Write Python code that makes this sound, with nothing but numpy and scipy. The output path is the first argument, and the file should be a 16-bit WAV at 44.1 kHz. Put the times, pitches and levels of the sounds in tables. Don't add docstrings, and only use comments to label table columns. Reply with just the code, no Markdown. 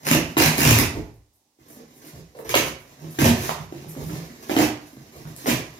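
import sys
import numpy as np
from scipy import signal
from scipy.fft import rfft, irfft, next_fast_len
from scipy.io import wavfile

SR = 44100
rng = np.random.default_rng(int(sys.argv[2]) if len(sys.argv) > 2 else 0)


def ratio_of_db(decibels):
    return 10 ** (np.asarray(decibels, float) / 20)


def transcribe(signal):
    frames = np.atleast_2d(signal).T
    limited = np.clip(frames, -1, 1)
    pcm = np.round(limited * 32767).astype(np.int16)
    wavfile.write(sys.argv[1], SR, pcm)


N = 255339

# t/s, level/dB
BRIDGES = [(0.068, 7.5), (0.113, 11), (0.149, 11.5), (0.401, 16.5), (0.421, 10.5), (0.439, 5.5), (0.46, 7),
           (0.533, 0), (0.581, 1.5), (0.605, 6), (0.617, 4.5), (0.632, 8.5), (0.651, 16), (0.675, 11),
           (0.692, 7.5), (0.709, 7), (0.764, 1), (0.787, 15.5), (2.492, 16), (2.517, 0), (2.552, 9),
           (2.589, 5.5), (3.189, 10), (3.217, 8.5), (3.243, 7.5), (3.51, 12.5), (3.559, 8.5), (4.51, 0),
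           (4.566, 5.5), (4.588, 4)]
# start t/s, length t/s, force level/dB, panels over force/dB, box air over force/dB
TUGS = [(.06, 0.079, -30, -2.5, -22), (.106, 0.034, -21.5, -2.5, -6.5), (.368, 0.016, -16, 3, -6),
        (.405, 0.076, -24.5, 0.5, -3.5), (.48, 0.1, -33, 5, -22), (.57, 0.064, -23.5, -1, -6),
        (.63, 0.078, -25.5, -3, -1.5), (.69, .07, -21, -1.5, 1.5), (.76, 0.082, -27.5, 2.5, -2),
        (2.49, 0.022, -27.5, -13, -23), (2.539, 0.038, -21.5, -2.5, -12), (2.585, 0.08, -35.5, 0, 2),
        (3.187, 0.027, -23, -4, -3), (3.24, 0.021, -17, 7, 10.5), (3.27, 0.025, -23, 11, 7),
        (3.31, 0.038, -40, 2, 8), (3.49, 0.06, -46.5, 4.5, -4), (4.494, 0.077, -34.5, 10.5, -9),
        (4.565, .04, -27, 10.5, 2), (4.605, 0.024, -22, 8, -2), (4.64, 0.024, -31, 3, -3),
        (5.46, 0.037, -22, 9, -5), (5.49, 0.018, -21, -7, -10), (5.52, 0.026, -33, 4, 14)]
# f/Hz, level/dB
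FIBRE_COLOUR = [(410, -24.5), (700, -9.5), (978, 5), (1320, -3), (1610, 1), (2580, 2.5), (2810, 0.5),
                (3570, -7.5), (6340, -6), (8500, -18.5), (11000, -60.5), (18700, -120)]


def tearing():
    bridges = np.zeros(N)
    for start_s, db in BRIDGES:
        bridges[int(start_s * SR)] = ratio_of_db(db)
    stutter = bursts(170, uneven=0.6, scatter_db=3.0)
    gate = 1.59 + 0.24 * decay(stutter, 0.5) + 6.54 * decay(bridges, 0.97)
    sizzle_db = -3.5 - 0.23 * np.arange(N) / SR
    gains = effort(TUGS, attack_s=0.009, release_s=0.0091, sizzle_db=sizzle_db)
    pitches = grip()[1:]
    return card(gains, pitches, FIBRE_COLOUR, gate, spread_db=2.76, thump=6 * decay(bridges, 0.2))


# start t/s, length t/s, force level/dB, panels over force/dB, box air over force/dB
STROKES = [(0, .015, -69, -7, -14), (.045, 0.029, -25.5, -1, -18), (.26, 0.016, -53, 13, 19),
           (.92, 0.062, -56, 26, 27), (1.59, 0.04, -66, -3, 13), (1.77, 0.036, -66, 19, 6),
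           (1.99, 0.12, -52.5, 1, -12), (2.12, 0.064, -56, 10.5, 14.5), (2.345, 0.047, -56.5, 20.5, 6),
           (2.44, 0.079, -45, 6, 5.5), (2.64, 0.059, -44.5, 4, 1), (3.0, 0.084, -64, 14, 17),
           (3.14, 0.099, -48, -16, 4), (3.345, 0.051, -36.5, -10, 4), (3.395, 0.11, -35.5, 0.5, -7),
           (3.56, 0.08, -53, -7, 17), (3.72, 0.15, -63, -1, 19), (3.955, 0.07, -46.5, 11, 13.5),
           (4.04, 0.12, -50, 8, 12.5), (4.4, 0.107, -48.5, 4.5, -3), (4.93, 0.1, -67.5, 8, 18),
           (5.12, 0.17, -53.5, 9, 8.5), (5.38, 0.21, -45, -2.5, -12), (5.6, 0.036, -62, 10, 22)]
# start t/s, length t/s, level/dB
WHISKS = [(1.117, .03, -66.5), (1.328, .03, -63), (1.674, .07, -55), (2.03, 0.056, -57.5),
          (2.375, 0.025, -51), (2.778, 0.022, -52), (3.095, 0.02, -47.5), (1.93, .05, -59),
          (3.88, 0.017, -42.5), (4.03, 0.046, -49), (4.856, 0.087, -64), (5.217, 0.038, -64),
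          (5.348, 0.11, -58)]
# f/Hz, level/dB
RUB_COLOUR = [(410, -26), (700, -24), (1040, 5), (1270, -2), (1500, -1.5), (1990, 1.5), (3250, -7),
              (6020, -4.5), (8500, -12), (11000, -79), (18700, -120)]
GRIP_LAYERS_DB = (0, -4.5, 5, -4.5)


def handling():
    attack_s, release_s = 0.01, 0.013
    slips = bursts(45, uneven=0.5, scatter_db=2.5)
    pressure_db, *pitches = grip()
    stroking = effort(STROKES, attack_s, release_s, sizzle_db=-2)
    resting = ratio_of_db(pressure_db + np.array(GRIP_LAYERS_DB)[:, None])
    gains = np.hypot(stroking, resting)
    for start_s, length_s, db in WHISKS:
        gains[1] += ratio_of_db(db) * envelope(start_s, length_s, attack_s, release_s)
    gate = 0.41 + 1.2 * decay(slips, 17.0)
    return card(gains, pitches, RUB_COLOUR, gate, spread_db=0.51, thump=3 * decay(slips, 0.31))


# f/Hz, level/dB
SIZZLE_COLOUR = [(4880, -25.5), (8300, -8.5), (12300, -1), (15300, -5.5), (15900, -14.5), (16300, -37.5)]
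# f/Hz, width f/Hz, level/dB
PANELS = [(235, 36, -9), (300, 21, -8.5), (362.8, 35.7, -7), (423.3, 46, -3), (500, 120, -5), (650, 68, -3),
          (742, 100, -4.5), (1000, 380, -17)]
# f/Hz, width f/Hz, level/dB
AIR = [(53.8, 26, -4), (74, 25, 2), (112.6, 17, -2.5), (132, 30, -4), (155, 21.8, 0)]


def card(gains, pitches, spectrum, gate, spread_db, thump):
    drive = crackle(spread_db) * gate
    push = rng.standard_normal(N) * gate + thump
    fibres = 0
    for gain, points in zip(gains, (spectrum, SIZZLE_COLOUR)):
        fibres = fibres + colour(drive * gain, points) / np.std(colour(drive, points))
    panels = drum(push, PANELS, gains[2], pitches[0], reach=0.38)
    box_air = drum(push, AIR, gains[3], pitches[1], reach=0.21)
    return fibres + panels + box_air


def drum(push, modes, gain, grip_hz, reach):
    share = np.array([np.exp(-(np.log2(grip_hz / m[0]) / reach) ** 2) + 0.39 for m in modes])
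    share *= gain / np.sqrt(np.mean(share ** 2, axis=0)) / np.std(ring(push, modes))
    return sum((-1) ** k * ring(push * share[k], [m]) for k, m in enumerate(modes))


# t/s, pressure level/dB, favoured panel f/Hz, favoured air f/Hz
GRIP = [(0, -43.5, 254, 165), (0.459, -49.5, 279, 170), (.72, -50, 256, 106), (1.0, -53.5, 330, 98.5),
        (1.2, -80.5, 299, 104), (1.551, -91, 300, 140.6), (1.62, -59, 260, 121), (1.9, -58.5, 300, 173),
        (2.3, -63, 326, 132), (2.38, -62, 520, 138), (2.55, -68, 303, 110), (2.899, -58, 273, 180),
        (3.25, -52.5, 264, 117), (3.6, -54, 355, 155), (4.2, -52, 314, 155), (4.55, -54.5, 273, 115.3),
        (5.1, -58, 300, 134.4), (5.79, -54.5, 273, 128)]


def grip():
    s, *columns = np.transpose(GRIP)
    return [np.interp(np.arange(N) / SR, s, c) for c in columns]


def effort(moves, attack_s, release_s, sizzle_db):
    power = np.zeros((3, N))
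    for start_s, length_s, db, panels_db, air_db in moves:
        levels = ratio_of_db(db + np.array([[0], [panels_db], [air_db]]))
        power += (levels * envelope(start_s, length_s, attack_s, release_s)) ** 2
    force, panels, air = np.sqrt(power)
    return np.array([force, force * ratio_of_db(sizzle_db), panels, air])


def envelope(start_s, length_s, attack_s, release_s):
    t = np.arange(N) / SR - start_s
    return np.clip(t / attack_s, 0, 1) * np.exp(-np.clip(t - length_s, 0, None) / release_s)


def bursts(rate_hz, uneven, scatter_db):
    chance = rng.standard_normal((1500, 2)).T
    at = np.cumsum(SR / rate_hz * np.exp(uneven * chance[0])).astype(int)
    out = np.zeros(N)
    out[at[at < N]] = ratio_of_db(scatter_db * chance[1])[at < N]
    return out


def crackle(spread_db):
    return unit(rng.standard_normal(N) * ratio_of_db(spread_db * rng.exponential(size=N)))


def unit(x):
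    return x / np.sqrt(np.mean(x ** 2))


def decay(x, ms):
    return signal.lfilter([1], [1, -np.exp(-1000 / (ms * SR))], x)


def ring(x, modes):
    out = 0
    for k, (hz, width, db) in enumerate(modes):
        out = out + (-1) ** k * ratio_of_db(db) * signal.lfilter(*signal.iirpeak(hz, hz / width, SR), x)
    return out


def colour(x, points):
    hz, db = np.transpose(points)
    log_hz = np.log(np.fft.rfftfreq(2048, 1 / SR) + 1)
    cepstrum = irfft(np.interp(log_hz, np.log(hz), db) * np.log(10) / 20)
    cepstrum[1:1024] *= 2
    cepstrum[1025:] = 0
    return signal.fftconvolve(x, irfft(np.exp(rfft(cepstrum))))[:len(x)]


# t/s, peak level/dB, f/Hz, click level/dB
KNOCKS = [(0.111, -6.5, 258, -12), (0.368, -8, 322, -1.5), (0.969, -22, 304, -34), (1.587, -46.5, 332, -26),
          (1.769, -34, 240, -29), (1.804, -34, 463, -17), (2.041, -33, 300, -30), (2.351, -39, 480, -9),
          (2.452, -34, 330, -4), (2.541, -9, 535, 0.5), (2.992, -41, 220, -6), (3.042, -29.5, 334, -15),
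          (3.187, -10, 333, -10), (3.22, -9.5, 201, -31), (3.723, -21.5, 342, -14.5),
          (3.844, -31, 350, -10), (3.963, -23.5, 245, -27), (0.148, -7.5, 300, -15),
          (4.095, -25.5, 304, -9), (4.301, -30, 250, -12), (4.383, -38, 242, -27), (4.495, -11.5, 329, -7),
          (4.565, -5.5, 290, -8.5), (4.603, -15, 305, -1), (4.931, -35, 273, -26), (4.968, -33.5, 226, -13),
          (5.252, -25.5, 155, -13), (5.443, -25.5, 300, -16), (5.458, -18, 424, -3), (5.484, -9, 305, -23)]


def knocks():
    out, t = np.zeros(N + 4000), np.arange(4000) / SR
    dull = [(885, 1500, 7.4)]
    for start_s, db, hz, click_db in KNOCKS:
        tone = np.sin(2 * np.pi * hz * t) * np.exp(-t / 0.0095)
        if hz < 450:
            tone += 0.44 * np.sin(2 * np.pi * 2.24 * hz * t) * np.exp(-t / 0.0041)
        tap = rng.standard_normal(len(t)) * np.exp(-t / 0.0038)
        click = ratio_of_db(click_db) * ring(ring(tap, dull), dull)
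        i = int(start_s * SR)
        out[i:i + len(t)] += ratio_of_db(db) * (tone * np.clip(t / 0.002, 0, 1) + click)
    return 0.6 * out[:N]


# t/s, peak level/dB, centre f/Hz
SNAPS = [(2.219, -61, 942), (2.372, -38, 9000), (2.389, -31, 939), (2.458, -33, 700), (2.468, -35, 1950),
         (2.545, -4.5, 1600), (3.4930, -9.5, 1036), (3.782, -36, 1990), (3.952, -33, 1010),
         (4.169, -35.5, 2350), (5.364, -21, 10400), (5.377, -35, 10000), (5.464, -34, 2180)]


def snaps():
    out, t = np.zeros(N + 600), np.arange(600) / SR
    for start_s, db, hz in SNAPS:
        jolt = (t == 0) + 0.12 * rng.standard_normal(len(t)) * np.exp(-t / 0.001)
        crack = ring(ring(jolt, [(hz, hz / 1.4, 0)]), [(hz, 2 * hz, 0)]) + 0.03 * jolt
        i = int(start_s * SR)
        out[i:i + len(t)] += ratio_of_db(db) * crack / np.max(np.abs(crack))
    return out[:N]


PORT_LAGS = [23, 15, 24, 10]


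def room(x):
    wet_db, stay_s = 3, 0.05
    t, out = np.arange(32768) / SR, 0
    place = np.arange(N) / SR / stay_s % 4

    def fade(t60, db):
        return ratio_of_db(db - 60 * t / t60) * np.clip(t / 0.012, 0, 1) / np.sqrt(t60)

    for k, lag in enumerate(PORT_LAGS):
        paths = stereo_bands(len(t), fade)
        paths *= ratio_of_db(wet_db) / np.sqrt(np.sum(paths ** 2) / 2)
        paths[[0, 1], [0, lag]] += 1
        near = np.cos(np.pi / 2 * np.clip(np.abs((place - k + 2) % 4 - 2), 0, 1))
        out = out + signal.oaconvolve((x * near)[None], paths, axes=1)[:, :N]
    return out


# f/Hz, decay t60/s, left-right likeness (0-1), echo level/dB
ROOM = [(60, 0.53, 0.91, 0), (250, 0.37, 1, 1), (600, 0.43, 0.73, -3), (1380, 0.47, .05, -3),
        (3700, 0.38, 0.026, 4), (7950, 0.3, .02, 2.5), (16000, 0.19, .02, -2.5)]


def stereo_bands(size, fade):
    out, hz = np.zeros((2, size)), np.fft.rfftfreq(size, 1 / SR)
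    table, noise = np.transpose(ROOM), rfft(rng.standard_normal((2, size)))
    for centre in 22 * 2 ** np.arange(0, 10, 0.5):
        t60, alike, echo_db = (np.interp(np.log(centre), np.log(table[0]), c) for c in table[1:])
        window = np.cos(np.pi * np.clip(np.log2((hz + 1) / centre), -0.5, 0.5))
        mid, side = irfft(noise * window ** 2, size)
        alike = np.clip(alike, 0, 1)
        stereo = np.sqrt(1 + alike) * mid + np.sqrt(1 - alike) * side * np.array([[1], [-1]])
        out += stereo * fade(t60, echo_db)
    return out


# f/Hz, level/dB
HUSH_COLOUR = [(18, -58), (30, -21.5), (194, -16), (295, -5), (355, -17), (866, -13.5), (1460, -26.5),
               (5740, -18.5), (16000, -27.5)]


def hush():
    bands = stereo_bands(next_fast_len(N + 1, True), lambda t60, db: 1)[:, :N]
    return ratio_of_db(-70) * unit(np.array([colour(x, HUSH_COLOUR) for x in bands]))


def scene():
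    hand = ratio_of_db(-4.5) * (tearing() + handling())
    return room(hand + knocks() + snaps()) + hush()


def roll_off(x):
    return signal.sosfilt(signal.butter(12, 16870, fs=SR, output="sos"), x)


# f/Hz, left minus right level/dB
BALANCE = [(60, -2.5), (110, -0.5), (200, -2), (380, -3.5), (700, -5), (1290, -6.5), (2380, -4.5),
           (4400, -5), (8120, -2.5), (15000, -1)]


def record(dry):
    ports = []
    for x, side in zip(dry, (1, -1)):
        ports.append(colour(x, [(hz + 1, side * db / 2) for hz, db in BALANCE]))
    low_cut = signal.butter(3, 38, "high", fs=SR, output="sos")
    top_cut = signal.ellip(10, 0.3, 70, 15950, fs=SR, output="sos")
    mix = signal.sosfilt(low_cut, np.array(ports))
    mix = 0.9 * np.tanh(mix / 0.9)
    mix = signal.sosfilt(top_cut, mix)
    return roll_off(mix)


dry = scene()
out = record(dry)
transcribe(out)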